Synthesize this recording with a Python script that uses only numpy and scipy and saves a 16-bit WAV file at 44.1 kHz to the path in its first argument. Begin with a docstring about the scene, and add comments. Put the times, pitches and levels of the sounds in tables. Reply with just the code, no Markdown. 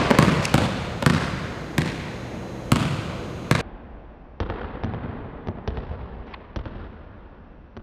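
"""Basketball in a large gym

Close to the microphone a ball cracks on the sprung wooden floor, its skin and air ringing over the
thump of the boards. Shoes stamp and squeak; ventilation hums behind. Each blow returns from a near
surface, the wall and the far end, then rings on in the hall. At 3.6 s the sound jumps back to the
opening moves, now in slow motion: slower, deeper and quieter."""
import sys
import numpy as np
from scipy import signal
from scipy.fft import rfft, irfft, next_fast_len
from scipy.io import wavfile
from scipy.ndimage import uniform_filter1d, map_coordinates

SR = 44100
rng = np.random.default_rng(int(sys.argv[2]) if len(sys.argv) > 2 else 0)


def store_pcm(level_fs):
    """Save levels as 16-bit WAV."""
    pcm = np.round(np.clip(level_fs, -1, 1) * 32767).astype(np.int16)
    wavfile.write(sys.argv[1], SR, np.atleast_2d(pcm).T)


N = 344862

# Times and pitches are at normal speed. 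Blows before 0 s are struck before the listening starts.
LEAD_S = 1   # the court is already sounding this long before 0 s
COURT, BLOW, TAIL = int(4.7 * SR), int(.3 * SR), int(2.4 * SR)   # lengths in samples
NEAR_ECHO_S, FAR_ECHO_S = .0114, .077
SHOE_DETOUR_M = .55   # a shoe's wall echo travels this much further than the ball's

# Modes of the sprung floor: (multiple of the board pitch, level [dB], t60 [s])
BOARDS = [(.55, -18, 0.42), (.87, -15, 0.11), (1.05, 0.5, 0.045), (1.5, -9.5, 0.07), (1.95, -13.5, 0.046)]


def from_db(db):
    """Decibels to gain."""
    return 10 ** (np.asarray(db) / 20)


def add(track, s, sound):
    """Mix a sound into a track at time s."""
    start = max(round(s * SR), 0)
    part = sound[:len(track) - start]
    track[start:start + len(part)] += part


def low_pass(x, hz, order=2):
    """Causal treble cut."""
    return signal.sosfilt(signal.butter(order, min(hz, .45 * SR), fs=SR, output="sos"), x + 1e-18)


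def noise(gain_at, size):
    """Noise of rms 1 whose spectrum follows a function of frequency."""
    hz = np.arange(1, size // 2 + 2) * SR / size
    x = irfft(rfft(rng.standard_normal(size)) * gain_at(hz), size)
    return x / x.std()


def dying(t, t60):
    """Exponential decay, 60 dB down at t60."""
    return np.exp(-np.log(1000) * t / t60)


def smoothed_spectrum(sound, size):
    """Magnitude spectrum averaged over about half an octave."""
    power = abs(rfft(sound, size)) ** 2
    bins = np.arange(len(power)) + 1
    log_grid = np.geomspace(1, len(power), 4000)
    averaged = uniform_filter1d(np.interp(log_grid, bins, power), size=125)
    return np.sqrt(np.interp(bins, log_grid, abs(averaged)))


def steady_background():
    """Steady background: a rush of air and a wavering motor hum, with a few thin, steady high tones above them."""
    # Spectrum of the moving air: (frequency [Hz], relative density [dB])
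    air = [(15, -48.5), (25, -14.5), (48, 0), (81, -0.5), (109, -5), (186, 1.5), (309, -4.5), (354, -4),
           (415, -6), (501, -4), (833, -12.5), (4150, -31.5), (10000, -43.5), (15000, -52)]
    # Narrow noise bands of the motor hum: (centre [Hz], level [dB], width [Hz])
    hum_bands = [(55.5, -55.5, 8), (121.1, -44, 2.023), (328.5, -50.5, 15), (487, -54.5, 8)]
    # Thin tones of a small motor: (frequency [Hz], level [dB])
    whine_tones = [(4043, -62), (5760, -74), (6239, -67), (6481, -69), (6600, -68.5), (6780, -68.5)]
    t = np.arange(COURT) / SR
    hum = sum(from_db(db) * noise(lambda f: 1 / (1 + (2 * (f - hz) / width) ** 2), COURT)
              for hz, db, width in hum_bands)
    whine = sum(from_db(db) * np.sqrt(2) * np.sin(2 * np.pi * (hz * t + rng.random()))
                for hz, db in whine_tones)
    air_hz, air_db = np.transpose(air)
    rush = noise(lambda f: from_db(np.interp(np.log(f), np.log(air_hz), air_db)), COURT)
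    return from_db(-34) * rush + hum + whine


def ring(modes, scale, spread_db, detune):
    """Struck modes, their pitches times scale; strength and pitch vary with the spot that is hit."""
    t = np.arange(BLOW) / SR
    out = np.zeros(BLOW)
    for pitch, db, t60 in modes:
        louder, sharper = rng.standard_normal(2)
        hz = pitch * scale * (1 + detune * sharper)
        out += from_db(db + spread_db * louder) * np.sin(2 * np.pi * hz * t) * dying(t, t60)
    return out


def grit(t60):
    """Rubber meets varnish in a quickly dying burst of noise."""
    # Spectrum of the gritty contact: (frequency [Hz], relative density [dB])
    spectrum = [(200, -24.5), (700, 6), (1600, 2), (3000, -8.5), (4300, -9), (5600, -23), (8000, -12.5),
                (11000, -24), (15000, -37)]
    hz, db = np.transpose(spectrum)
    bin_hz = np.arange(1, BLOW + 2) * SR / (2 * BLOW)
    colour = from_db(np.interp(np.log(bin_hz), np.log(hz), db))
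    white = rng.standard_normal(BLOW) * dying(np.arange(BLOW) / SR, t60)
    flattened = rfft(white, 2 * BLOW) / smoothed_spectrum(white, 2 * BLOW)
    burst = irfft(flattened * colour)[:BLOW]
    return burst * white.std() / burst.std()


def contact(body, scale, ring_db, crack_db, edge_db, snap_db, snap_s, grit_db, grit_t60):
    """A sharp pressure spike, a gritty burst just after it and the ring of the striking body."""
    t = np.arange(BLOW) / SR
    crack = from_db(snap_db) * t / snap_s * np.exp(1 - t / snap_s)
    add(crack, .0003, from_db(grit_db) * grit(grit_t60))
    soft = low_pass(crack, hz=13000, order=1)
    crack = soft + from_db(edge_db) * (crack - soft)   # a flatter hit has a harder edge
    ringing = ring(body, scale, spread_db=4.5, detune=.024) * (1 - np.exp(-t / .00021))
    return from_db(crack_db) * crack - from_db(ring_db) * ringing


def shoe_blow(thud_db, ring_db, slap_db):
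    """Part of a shoe slaps the floor, and the boards thud under it."""
    # The sole and the air squeezed from under it: (frequency before scaling [Hz], level [dB], t60 [s])
    sole_modes = [(464, -19.5, 0.067), (593, -18, 0.07), (931, -13.5, 0.027), (1685, -17.5, 0.022),
                  (2900, -18, 0.0095)]
    board_hz = 238.6
    thud = -from_db(thud_db) * ring(BOARDS, board_hz, spread_db=5, detune=.023)
    slap = contact(sole_modes, scale=.918, ring_db=ring_db, crack_db=slap_db, edge_db=-6,
                   snap_db=3, snap_s=.00008, grit_db=-4.5, grit_t60=.0035)
    return thud + slap


def footwork(bands):
    """The heel clicks down, then the sole lands with the player's weight."""
    # Footfalls: (time [s], heel-to-sole delay [s], heel level [dB], sole level [dB], room level [dB])
    steps = [(-.1496, .0036, -2, -4.5, 2.5), (.1053, .0052, -7, -4.5, -5.5), (.4250, .003, -21, -25, -3),
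             (1.0248, .0022, -12, -13.5, -9)]
    out = np.zeros(COURT)
    for s, roll_s, heel_db, sole_db, room_db in steps:
        step = from_db(heel_db) * shoe_blow(thud_db=-15, ring_db=-3, slap_db=0)
        add(step, roll_s, from_db(sole_db) * shoe_blow(thud_db=-4.5, ring_db=10, slap_db=-.5))
        add(out, LEAD_S + s, in_gym(step, bands, wall_delay(s, SHOE_DETOUR_M), room_db, echoes_db=-1))
    return out


def dribble(bands):
    """The ball cracks on the varnish and pushes the boards down; they swing back and throw it off."""
    # Bounces: (time [s], strength [dB], smack [dB], board pitch [Hz], contact time [s], room level [dB])
    bounces = [(-.95, 1.5, -4, 145, .005, 6.7), (-.3233, 0, 2.5, 150, .0042, 4.5),
               (.1871, 2.5, -5, 165, .0037, .3), (.5414, 0, -4, 140, .0042, 0),
               (1.0623, 0, -1.2, 162, .005, 0), (1.7809, -3, -2.5, 160, .0055, -1),
               (2.7187, .7, -5, 135, .005, 0), (3.5118, -1.7, -.5, 140, .003, 0)]
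    # The ball's skin and the air inside: (frequency [Hz], level [dB], t60 [s])
    ball_modes = [(510, -18, 0.04), (781, -21, .035), (1020, -18, 0.019), (1126, -32.5, .22),
                  (1220, -22.5, 0.031), (1637, -19.5, 0.033), (2017, -29.5, 0.017), (2656, -27, 0.016),
                  (4000, -31.5, .006)]
    push_s, lift_s = .0021, .0027   # hardest push ahead of lift-off; length of the lift-off pulse
    out, t = np.zeros(COURT), np.arange(BLOW) / SR
    lift = from_db(-13) * np.sin(np.pi * np.minimum(t / lift_s, 1)) ** 2
    give = 1 - np.exp(-t / .0013)   # the boards take a moment to give way
    for s, db, smack_db, board_hz, contact_s, room_db in bounces:
        thump = np.zeros(BLOW)
        add(thump, contact_s - push_s, -ring(BOARDS, board_hz, spread_db=-.1, detune=.015) * give)
        add(thump, contact_s, lift)
        skin_db = 1.9 + .12 * db   # the skin rings more on a hard bounce
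        edge_db = .1 - 1.7 * smack_db   # a full smack has a rounder edge
        crack = contact(ball_modes, scale=1, ring_db=skin_db, crack_db=smack_db, edge_db=edge_db,
                        snap_db=2, snap_s=.00005, grit_db=-9.5, grit_t60=.022)
        bounce = from_db(db) * (from_db(-2) * thump + crack)
        add(out, LEAD_S + s, in_gym(bounce, bands, wall_delay(s), room_db))
    return out


def squeak(bands):
    """A rubber sole skids with a swelling hiss, then sticks and slips in a short, rough, falling chirp."""
    grip_s, skid_s, chirp_s = .4508, .035, .007
    from_hz, to_hz = 2950, 1950
    out, t = np.zeros(COURT), np.arange(BLOW) / SR
    progress = np.minimum(t / chirp_s, 1)
    uneven = 1 + .08 * noise(lambda f: 1 / (1 + (f / 1500) ** 2), BLOW)
    slip_hz = (from_hz + (to_hz - from_hz) * progress) * uneven
    phase = 2 * np.pi * np.cumsum(slip_hz) / SR
    slips = sum(np.sin(k * phase) / k for k in range(1, 5))
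    scuff = from_db(-6) * noise(lambda f: 1 / (1 + (2200 / f) ** 4) / (1 + (f / 8500) ** 8), BLOW)
    hiss = noise(lambda f: 1 / (1 + (f / 6500) ** 4), BLOW)
    rub = from_db(-31.5) * hiss * t / skid_s * (t < skid_s)
    add(rub, skid_s, from_db(-15.5) * (slips + scuff) * np.sin(np.pi * progress) ** 2)
    wall_s = wall_delay(grip_s, SHOE_DETOUR_M)
    add(out, LEAD_S + grip_s - skid_s, in_gym(rub, bands, wall_s, room_db=-7.5, echoes_db=-13))
    return out


def wall_delay(s, further_m=0):
    """Seconds by which the wall echo trails the direct sound, from where the player is at time s."""
    # Extra distance to the microphone by way of the wall: (time [s], detour [m])
    detours = [(-.32, 13.38), (.54, 13.07), (1.06, 12.69), (1.78, 12.9), (2.72, 13.77)]
    sound_m_per_s = 343
    return (np.interp(s, *np.transpose(detours)) + further_m) / sound_m_per_s


def build_up(t):
    """The hall fills gradually, with a wave of scattered sound around each of the three echoes."""
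    fill_s, wave_share = .052, .42   # a wave's decay time is this share of its echo's delay
    echoes = [(NEAR_ECHO_S, -4), (wall_delay(0), -3), (FAR_ECHO_S, 0)]   # (delay [s], scatter [dB])
    waves = sum(from_db(db) ** 2 * (t > s) * np.exp(-abs(t - s) / (wave_share * s)) for s, db in echoes)
    return np.sqrt(1 - np.exp(-t / fill_s) + waves)


def bunching():
    """Early reflections arrive in clumps; later ones merge into a smooth wash."""
    depth_db = 6 * dying(np.arange(TAIL) / SR, t60=.92)
    clumps = np.clip(noise(lambda f: 1 / (1 + (f / 168.9) ** 2), TAIL), -2, 2)
    power_trim = np.exp((depth_db * np.log(10) / 20) ** 2)   # keeps the mean power about level
    return from_db(depth_db * clumps) / power_trim


def hall_bands():
    """The diffuse field of the hall: a noise and a decay envelope for each band."""
    # Reverberation of the gym: (band centre [Hz], level [dB], t60 [s])
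    hall = [(40, -9, 1.6), (80, -0.5, 3.8), (160, 1, 1.4), (318, 2, 0.77), (610, 1.5, 1.7),
            (1180, 0.5, 2.2), (2457, 2.43, 2.22), (3900, 3, 1.83), (5500, -0.5, 1.8), (9600, -5.5, 1.1),
            (14440, -18, 0.55)]
    t = np.arange(TAIL) / SR
    log_centres = np.log([row[0] for row in hall])
    log_hz = np.log(np.arange(1, TAIL + 2) * SR / (2 * TAIL))
    white = rfft(rng.standard_normal(2 * TAIL))
    filling = build_up(t)
    bands = []
    for (_, db, t60), share in zip(hall, np.eye(len(hall))):
        field = irfft(white * np.interp(log_hz, log_centres, share))
        decay = dying(t, t60) * np.sqrt(2 * np.log(1000) / (t60 * SR))   # unit energy
        bands.append((field, from_db(db) * filling * decay))
    return bands


def in_gym(sound, bands, wall_s, room_db, echoes_db=0):
    """At the microphone: direct sound, three distinct echoes and a tail that differs for each blow."""
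    bass_cut = signal.butter(2, 95, "high", fs=SR, output="sos")   # small sources radiate little bass
    sound = signal.sosfilt(bass_cut, sound + 1e-18)
    place = int(rng.random() * TAIL)
    response = bunching() * sum(field[place:place + TAIL] * envelope for field, envelope in bands)
    size = next_fast_len(TAIL + BLOW)
    radiated = smoothed_spectrum(sound, size)   # what the source sends out in all directions together
    out = from_db(room_db) * irfft(rfft(response, size) * radiated, size)[:TAIL]
    dull = from_db(echoes_db) * low_pass(sound, hz=8200)
    bass = low_pass(dull, hz=750, order=1)
    off_wall = bass + from_db(4) * (dull - bass)   # panels give way to the bass and throw back the smack
    add(out, 0, sound)
    add(out, NEAR_ECHO_S, -from_db(-12.5) * dull)
    add(out, wall_s, from_db(-9 + .93 * room_db) * off_wall)
    add(out, FAR_ECHO_S, from_db(-21) * dull)
    return out


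def slow_replay(court):
    """The court plays at normal speed, then its opening returns, quieter and slowed like a tape."""
    jump_s, replay_zero_s = 3.612, 5.20937   # the replay starts; it passes the court's 0 s
    slowdown, replay_db = 2.496, -15
    t = np.arange(N) / SR
    replay = t >= jump_s
    court_s = np.where(replay, (t - replay_zero_s) / slowdown, t)
    played = map_coordinates(court, [(court_s + LEAD_S) * SR], order=3)
    return played * from_db(replay_db * replay)


def scene():
    """Ball, shoes and room tone at one courtside microphone, then the slow replay."""
    bands = hall_bands()
    court = dribble(bands) + footwork(bands) + squeak(bands) + steady_background()
    ceiling = 1.43   # the microphone rounds the loudest peaks
    court = ceiling * np.tanh(court / ceiling)
    return slow_replay(record(court))[None]   # the treble limit drops with the replay's pitch


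def record(dry):
    """The top of the treble is cut steeply."""
    cutoff_hz = 15100
    return signal.sosfilt(signal.ellip(10, .1, 80, cutoff_hz, fs=SR, output="sos"), dry)


dry = scene()
out = record(dry)
store_pcm(out)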